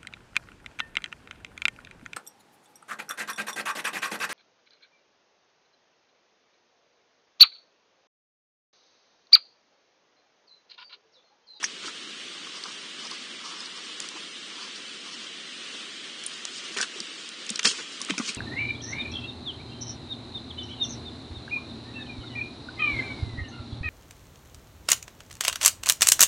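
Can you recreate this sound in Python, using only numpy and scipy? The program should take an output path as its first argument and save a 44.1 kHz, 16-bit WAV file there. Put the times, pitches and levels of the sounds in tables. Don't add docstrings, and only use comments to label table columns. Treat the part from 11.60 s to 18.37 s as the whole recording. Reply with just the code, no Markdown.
import sys
import numpy as np
from scipy import signal
from scipy.fft import rfft, irfft, next_fast_len
from scipy.io import wavfile
from scipy.ndimage import uniform_filter1d

SR = 44100
rng = np.random.default_rng(int(sys.argv[2]) if len(sys.argv) > 2 else 0)


def field_ratio(decibels):
    return 10 ** (np.asarray(decibels, dtype=float) / 20)


def output_pcm(signal):
    pcm = np.clip(np.atleast_2d(signal).T, -1, 1) * 32767
    wavfile.write(sys.argv[1], SR, np.round(pcm).astype(np.int16))


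N = 298557


def rms_one(x):
    return x / np.sqrt(np.mean(x ** 2) + 1e-20)


def levels(rows):
    time_s, *columns = np.transpose(rows)
    span = np.arange(round(time_s[0] * SR), round(time_s[-1] * SR))
    return [span] + [np.interp(span / SR, time_s, column) for column in columns]


def coloured(x, spectrum):
    hz, db = np.transpose(spectrum)
    size = next_fast_len(N)
    log_hz = np.log(np.arange(size // 2 + 1) * SR / size + 1)
    gain = field_ratio(np.interp(log_hz, np.log(hz), db))
    return rms_one(irfft(rfft(x, size) * gain, size)[:N])


def drift(rate_hz):
    r = np.exp(-80 * np.pi * rate_hz / SR)
    slow = signal.lfilter([1], [1, -2 * r, r * r], rng.standard_normal(N // 40 + 2002))[2000:]
    return np.interp(np.arange(N) / 40, np.arange(len(slow)), rms_one(slow))


def resonance(x, hz, width_hz):
    r = np.exp(-np.pi * width_hz / SR)
    return signal.lfilter([1, 0, -1], [1, -2 * r * np.cos(2 * np.pi * hz / SR), r * r], x)


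def grains(per_s, spread_db):
    sizes = field_ratio(spread_db * np.minimum(rng.exponential(1, N), 4))
    sizes = sizes * rng.choice([-1, 1], N)
    return sizes * (rng.random(N) < per_s / SR) + 1e-18


def add(out, start_s, sound, peak_db):
    i = max(round(start_s * SR), 0)
    out[i:i + len(sound)] += (field_ratio(peak_db) * sound / np.abs(sound).max())[:N - i]


def bursts(events, rise_s):
    out, t = np.zeros(N), np.arange(3000) / SR
    for start_s, peak_db, hz, t60_s, width_share, crack_share in events:
        noise = rng.standard_normal(len(t))
        burst = noise * (1 - np.exp(-t / rise_s)) * field_ratio(-60 * t / t60_s)
        ring = resonance(burst, hz, width_share * hz)
        ring = rms_one(resonance(ring, hz, 2 * width_share * hz))
        crack = rms_one(resonance(burst * field_ratio(-40 * t / t60_s), hz, 1.6 * hz))
        add(out, start_s - rise_s, ring + crack_share * crack, peak_db + 0.5)
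    return out


# time_s, mouth_ring_db, wet_sizzle_db
LAPS = [
    [(0.75, -63, -59), (0.862, -58.5, -57), (0.926, -59, -53), (0.974, -50, -40.5), (0.982, -53, -59),
     (0.998, -64.5, -51.5), (1.06, -45, -45.5), (1.158, -67, -52), (1.278, -55, -60.5), (1.3, -78, -50)],
    [(1.4, -55, -49), (1.46, -48, -52.5), (1.488, -73, -53), (1.53, -45, -43.5), (1.568, -75, -53),
     (1.62, -59, -52)],
    [(1.8, -54, -48), (1.822, -59, -63), (1.854, -47, -41), (2.066, -56, -56), (2.098, -61, -60),
     (2.176, -54, -43), (2.184, -50, -68), (2.222, -66, -47), (2.3, -54, -52)],
    [(2.5, -63, -46), (2.554, -54, -64), (2.574, -48.5, -43.5), (2.604, -67, -64), (2.65, -59, -63)],
    [(2.9, -60, -53), (3.004, -48.5, -49), (3.122, -58, -51), (3.14, -68, -72), (3.162, -73, -45),
     (3.192, -70, -64), (3.2, -55, -50)],
    [(3.4, -69, -62), (3.422, -68, -51), (3.43, -70, -63), (3.46, -52.5, -53), (3.548, -56, -41.5),
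     (3.562, -68, -67), (3.65, -58, -48)],
]


def lapping():
    mouth_hz, spray_hz = np.geomspace(994, 1300, 4), np.geomspace(4450, 5910, 4)
    mouth = rms_one(sum(resonance(grains(250, 2.8), hz, 110) for hz in mouth_hz))
    spray = rms_one(sum(resonance(grains(600, 3.0), hz, 500) for hz in spray_hz))
    out = np.zeros(N)
    for lap in LAPS:
        span, ring_db, sizzle_db = levels(lap)
        out[span] = field_ratio(ring_db + 2.4) * mouth[span] + field_ratio(sizzle_db + 0.5) * spray[span]
    return out


# start_s, peak_db, pitch_hz, t60_s (fade by 60 dB),
# width_share (of pitch), crack_share (loudness of wide crack beside the ring)
TWIGS = [(0.0306, -22.5, 5600, 0.02, 0.2, 0.41), (0.0358, -25, 6000, 0.013, 0.42, 0.26),
         (0.0428, -13.5, 5770, 0.0073, 0.15, 0.18), (0.0482, -21.5, 5520, 0.021, 0.21, 0.24),
         (0.9692, -32, 4870, 0.016, 0.17, 0.3), (1.038, -24, 4640, 0.014, 0.17, 0.16),
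         (1.4513, -26, 4660, 0.014, 0.3, 0.23), (1.4693, -26, 4740, 0.016, 0.33, 0.24),
         (1.512, -27.5, 4700, 0.021, 0.21, 0.22), (2.0043, -26, 4700, 0.016, 0.27, 0.3),
         (2.0576, -26, 4670, 0.021, 0.16, 0.26), (3.029, -26.5, 4660, 0.0156, 0.17, 0.22),
         (3.1576, -28.5, 4420, 0.02, 0.24, 0.3), (3.2807, -33, 4460, 0.018, 0.12, 0.3),
         (4.6636, -12.5, 9700, 0.023, 0.36, 0.3), (5.2135, -11.5, 5500, 0.016, 0.5, 0.34),
         (5.404, -22, 4800, 0.025, 0.3, 0.33), (5.8927, -19.5, 5240, 0.0069, 0.3, 0.1),
         (5.904, -17, 6900, 0.012, 0.19, 0.75), (5.9585, -14.5, 5170, 0.014, 0.44, 0.9),
         (5.9936, -18.5, 5900, 0.013, 0.23, 0.3), (6.0404, -19, 5830, 0.015, 0.3, 0.3),
         (6.0479, -16.5, 5350, 0.0082, 0.37, 0.43), (6.054, -8, 4960, 0.03, 0.3, 0.12),
         (6.0744, -9.5, 4530, 0.01, 0.44, 0.38), (6.5808, -19, 5300, 0.0097, 0.55, 0.11),
         (6.5877, -20, 5790, 0.042, 0.24, 0.35), (6.6922, -26, 4400, 0.019, 0.3, 0.3),
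         (6.7481, -18.5, 7800, 0.0074, 0.88, 0.16)]


def twig_snaps():
    return bursts(TWIGS, rise_s=0.0008)


# start_s, peak_db, pitch_hz, t60_s, width_share (of pitch), crack_share
DRY_TICKS = [(1.1214, -33, 6050, 0.012, 0.3, 0.81), (2.4024, -14, 5900, 0.0105, 0.71, 2.1),
             (2.4886, -18.5, 5900, 0.011, 0.31, 1.5), (4.6379, -24, 5700, 0.0091, 0.72, 1.3),
             (4.8524, -17, 5100, 0.0094, 0.67, 1.6), (5.2134, -13.5, 5320, 0.012, 0.8, 1.8),
             (5.2283, -16, 5300, 0.0097, 0.51, 1.9), (5.403, -20, 5040, 0.0093, 0.67, 1.7),
             (5.69, -22, 5250, 0.011, 0.57, 1.8), (5.866, -23.5, 5930, 0.014, 1, 1.2),
             (5.902, -16, 7300, 0.016, 0.97, 1.5), (6.402, -28, 5910, 0.012, 0.62, 1.4),
             (6.4159, -17, 5460, 0.016, 0.41, 1.5), (6.4241, -24.5, 5370, 0.0085, 0.8, 1.5),
             (6.449, -22, 7200, 0.012, 0.47, 1.2)]


def dry_ticks():
    return bursts(DRY_TICKS, rise_s=0.00019)


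# start_s, peak_db, pitch_hz, t60_s, width_share (of pitch), crack_share
HOOF_KNOCKS = [(0.0403, -14, 1970, 0.022, 0.41, 0.52), (0.2304, -27.5, 2960, 0.016, 0.32, 0.78),
               (0.2583, -23, 3070, 0.0079, 0.15, 1), (2.0088, -34.5, 3040, 0.014, 0.35, 0.64),
               (5.1712, -19.5, 2300, 0.02, 0.55, 0.96), (5.1855, -17.5, 1730, 0.034, 0.2, 1),
               (5.229, -16, 2860, 0.025, 0.35, 0.9), (5.8945, -19.5, 3050, 0.018, 0.47, 0.72),
               (5.9937, -15.5, 2590, 0.03, 0.58, 0.81), (6.0312, -15, 3110, 0.012, 0.26, 1),
               (6.0492, -11, 3200, 0.011, 0.32, 0.9), (6.055, -8.5, 3200, 0.025, 0.64, 0.9),
               (6.0733, -9, 3200, 0.02, 0.48, 0.75), (6.498, -19.5, 2310, 0.036, 0.6, 0.41),
               (6.506, -16, 3040, 0.018, 0.35, 0.55), (6.5798, -19.5, 2400, 0.026, 0.26, 0.68),
               (6.6922, -16.5, 2480, 0.015, 0.22, 0.97)]


def hoof_knocks():
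    return bursts(HOOF_KNOCKS, rise_s=0.0006)


# start_s, peak_db, pitch_hz, t60_s, width_share (of pitch), crack_share
LOW_KNOCKS = [(0.0278, -26, 1083, 0.06, 0.34, 0.81), (0.2798, -28, 1380, 0.031, 0.16, 0.42),
              (0.8689, -38, 1140, 0.035, 0.2, 0.5), (1.0575, -36, 1100, 0.032, 0.25, 0.32),
              (1.5129, -36.5, 1120, 0.03, 0.2, 0.49), (1.8597, -37.5, 1170, 0.035, 0.13, 0.6),
              (2.5128, -41.5, 1030, 0.041, 0.29, 0.69), (2.5612, -32.5, 1020, 0.034, 0.35, 0.55),
              (5.1773, -26, 1430, 0.043, 0.56, 1), (5.1982, -29, 1610, 0.064, 0.26, 0.35),
              (5.2047, -20.5, 1520, 0.02, 0.18, 0.65), (5.2275, -22.5, 1470, 0.035, 0.16, 0.45),
              (5.2374, -34, 1330, 0.035, 0.16, 0.28), (5.2474, -41, 1400, 0.035, 0.2, 0.58),
              (5.4745, -41, 1640, 0.039, 0.2, 0.4), (5.9931, -20.5, 1590, 0.02, 0.35, 0.44),
              (6.0474, -22.5, 1300, 0.028, 0.29, 0.46), (6.0545, -22.5, 1560, 0.078, 0.2, 0.46),
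              (6.1944, -38, 1450, 0.039, 0.14, 0.25), (6.406, -35.5, 1123, 0.048, 0.094, 0.32),
              (6.4866, -30.5, 1210, 0.035, 0.14, 0.59), (6.5383, -32, 1056, 0.032, 0.3, 0.45),
              (6.581, -24.5, 1420, 0.029, 0.19, 0.46), (6.5982, -23.5, 1360, 0.06, 0.36, 1),
              (6.6104, -30, 1000, 0.02, 0.24, 0.48)]


def low_knocks():
    return bursts(LOW_KNOCKS, rise_s=0.0015)


# start_s, peak_db, pitch_hz, t60_s, width_share (of pitch), crack_share
WET_SQUEAKS = [
    (0.0445, -15, 5960, 0.03, 0.1, 0.05),
    (0.0534, -30, 6040, 0.03, 0.11, 0.05),
    (0.063, -30, 5860, 0.033, 0.1, 0.05),
]


def wet_squeaks():
    return bursts(WET_SQUEAKS, rise_s=0.0015)


# start_s, peak_db, pitch_hz, t60_s
HOOF_THUDS = [(0.266, -34, 299, 0.07), (2.551, -35.5, 313, 0.082), (5.104, -38.5, 314, 0.082),
              (5.168, -30.5, 378, 0.049), (5.197, -35.5, 452, 0.051), (5.233, -45, 212, 0.051),
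              (5.357, -31.5, 366, 0.033), (5.388, -39, 330, 0.057), (5.404, -37, 207, 0.047),
              (5.903, -26, 205, 0.057), (5.987, -40, 426, 0.07), (6.047, -30, 202, 0.11),
              (6.063, -31.5, 272, 0.082), (6.195, -38, 418, 0.092), (6.415, -38.5, 218, 0.048),
              (6.497, -18.5, 269, 0.041), (6.51, -23.5, 187, 0.11), (6.576, -27, 253, 0.031),
              (6.596, -16, 228, 0.028), (6.624, -38.5, 233, 0.063), (6.693, -32.5, 200.4, 0.038)]


def hoof_thuds():
    out, t = np.zeros(N), np.arange(6000) / SR
    for start_s, peak_db, hz, t60_s in HOOF_THUDS:
        phase = 2 * np.pi * hz * (t + 0.0013 * (1 - np.exp(-t / 0.0086)))
        overtone = 0.3 * np.sin(2.2 * phase) * field_ratio(-40 * t / t60_s)
        push = (1 - np.exp(-t / 0.0032)) ** 2
        thud = (np.sin(phase) + overtone) * push * field_ratio(-60 * t / t60_s)
        add(out, start_s + 0.0005, thud, peak_db - 3.8)
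    return out


# time_s, crunch_db, dull_share_db
LEAF_STEPS = [
    [(0.22, -51, -4), (0.228, -47, 3.5), (0.278, -34.5, -8), (0.31, -53.5, 9.5)],
    [(2.41, -36, -9), (2.42, -33, -17), (2.45, -45, -1.5), (2.48, -48.5, -4)],
    [(2.53, -58, 4), (2.552, -52, 2.5), (2.574, -43, -13), (2.6, -56.5, -4)],
    [(4.68, -48, -2), (4.694, -52, -13), (4.72, -39, -8), (4.814, -55.5, -6), (4.84, -56, -2)],
    [(4.87, -43, -10), (4.91, -51, -2.5), (4.92, -43, -17), (4.986, -38.5, -14), (5.11, -46, -8),
     (5.126, -42.5, -11), (5.15, -36.5, -11.5)],
    [(5.165, -30, -2.5), (5.183, -32.5, -6), (5.197, -35.5, -1.5), (5.21, -27, -9)],
    [(5.22, -24.5, -9), (5.24, -37, 1.5), (5.262, -41, -18.5), (5.28, -57, 7)],
    [(5.3, -61, -7), (5.312, -52, -8), (5.39, -41, -5)],
    [(5.43, -40, -8), (5.458, -54, -8), (5.614, -43, -11), (5.618, -48, -15), (5.664, -48, -15),
     (5.67, -55, -7)],
    [(6.045, -22.5, -4.5), (6.055, -12.5, -12), (6.09, -24.5, -11)],
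    [(6.09, -27, -14), (6.116, -25, -13), (6.126, -38.5, -4), (6.18, -35, -19)],
    [(6.18, -37, -13), (6.186, -43, 2), (6.196, -33, -1), (6.266, -53.5, -9), (6.358, -40.5, -23),
     (6.39, -59, -4)],
    [(6.495, -39.5, 5.5), (6.509, -32, 5), (6.523, -47, -3), (6.535, -44, 2)],
    [(6.62, -40, -5), (6.638, -39.5, -16), (6.692, -26.5, -16.5), (6.74, -51, -1.5)],
]
# pitch_hz, level_db (per Hz)
LEAF_COLOUR = [(1180, -48.5), (2000, -25.5), (2320, -7), (2940, -2.5), (3840, -4), (4430, -1), (6900, -4),
               (9500, -14), (12400, -46), (20900, -120)]
# pitch_hz, level_db (per Hz)
MULCH_COLOUR = [(71, -57.5), (120, -10), (203, -3), (322, -5.5), (414, 3), (759, -25.5), (855, -12),
                (1110, -0.5), (2800, -3), (3640, -38), (6160, -120)]


def leaves():
    crisp = coloured(grains(7000 * field_ratio(5 * drift(60)), 1.8), LEAF_COLOUR)
    crisp = crisp * field_ratio(1.5 * drift(110))
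    dull = coloured(grains(2000 * field_ratio(5 * drift(40)), 4.0), MULCH_COLOUR)
    out = np.zeros(N)
    for step in LEAF_STEPS:
        span, crunch_db, dull_db = levels(step)
        out[span] = field_ratio(crunch_db - 2.5) * (crisp[span] + field_ratio(dull_db + 2.0) * dull[span])
    return out


# pitch_hz, level_db (per Hz)
HISS_COLOUR = [(35, -85), (60, -54), (102, -24), (169, -11), (214, -5.5), (363, -5.5), (449, -9),
               (521, -10.5), (555, -13.5), (943, -18.5), (1140, -9.5), (2500, -6), (3030, -0.5),
               (9500, -20), (12400, -32.5), (20900, -120)]


def hiss(flutter_db):
    return field_ratio(-40 + flutter_db * drift(5.4)) * coloured(rng.standard_normal(N), HISS_COLOUR)


def scene():
    breaks = twig_snaps() + dry_ticks() + hoof_knocks() + low_knocks() + wet_squeaks()
    boar = lapping() + breaks + hoof_thuds() + leaves()
    lag = round(0.013 * SR)
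    boar[lag:] += field_ratio(-19.5) * boar[:-lag]
    return np.tile(boar + hiss(flutter_db=0.65), (2, 1))


FRAME, FIRST_FRAME = 941, 525
# pitch_hz, step_db (over local level)
ROUNDING = [(100, -12), (800, -6), (1500, 1.5), (2500, 5), (6000, 6.5), (9500, 8)]


def rounded_frames(x, hop, top_hz, width, group, extra_db, wobble_db):
    start = 2 * hop - FIRST_FRAME % hop
    padded = np.pad(x, (start, 3 * hop))
    frames = np.lib.stride_tricks.sliding_window_view(padded, 2 * hop)[::hop]
    n = np.arange(2 * hop) + 0.5
    k = np.arange(int(top_hz / SR * 2 * hop)) + 0.5
    window = np.sin(np.pi * n / (2 * hop))[:, None]
    basis = window * np.cos(np.pi / hop * np.outer(n + hop / 2, k)) * np.sqrt(2 / hop)
    lines = frames @ basis
    band = (k // width).astype(int)
    power = uniform_filter1d(lines ** 2, size=2 * width, axis=1)
    power = uniform_filter1d(power, size=group, axis=0)
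    middle = np.minimum(band * width + width // 2, len(k) - 1)
    level = np.sqrt(power + 1e-16)[:, middle]
    hz, db = np.transpose(ROUNDING)
    step_db = np.interp(np.log(k * SR / 2 / hop), np.log(hz), db)
    wobble = rng.standard_normal((len(frames), band[-1] + 1))[:, band]
    step = level * field_ratio(step_db + extra_db + wobble_db * wobble)
    rounded = np.sign(lines) * np.floor(np.abs(lines) / step + 0.41) * step
    halves = rounded @ basis.T
    return (halves[1:, :hop] + halves[:-1, hop:]).ravel()[start - hop:][:N]


def camera_rounding(x):
    treble = signal.butter(2, 2500, "high", fs=SR, output="sos")
    bright = signal.sosfilt(treble, x) ** 2
    now = uniform_filter1d(bright, size=130)
    before = uniform_filter1d(bright, size=900, origin=449)
    frame = (np.arange(N) - FIRST_FRAME + FRAME // 2) // FRAME + 1
    sudden = np.bincount(frame[300:], now[300:] > 12 * before[:-300], frame[-1] + 1) > 0
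    tick_samples = [round(start_s * SR) for start_s, peak_db, *_ in DRY_TICKS if peak_db > -28]
    sudden[frame[tick_samples]] = True
    short = uniform_filter1d(sudden[frame] * 1.0, size=400)
    steady = rounded_frames(x * (1 - short), FRAME, top_hz=9680, width=20, group=1,
                            extra_db=0.53, wobble_db=1.5)
    quick = rounded_frames(x * short, FRAME // 8, top_hz=10100, width=4, group=5,
                           extra_db=-4.0, wobble_db=4.0)
    return steady + quick


def top_cut(x):
    return signal.sosfilt(signal.butter(12, 10780, fs=SR, output="sos"), x)


def record(dry):
    soft = 0.54 * np.tanh(dry[0] / 0.55)
    bass_cut = signal.butter(N=5, Wn=135, btype="high", fs=SR, output="sos")
    mono = camera_rounding(signal.sosfilt(bass_cut, soft))
    return top_cut(np.tile(mono, (2, 1)))


dry = scene()
out = record(dry)
output_pcm(out)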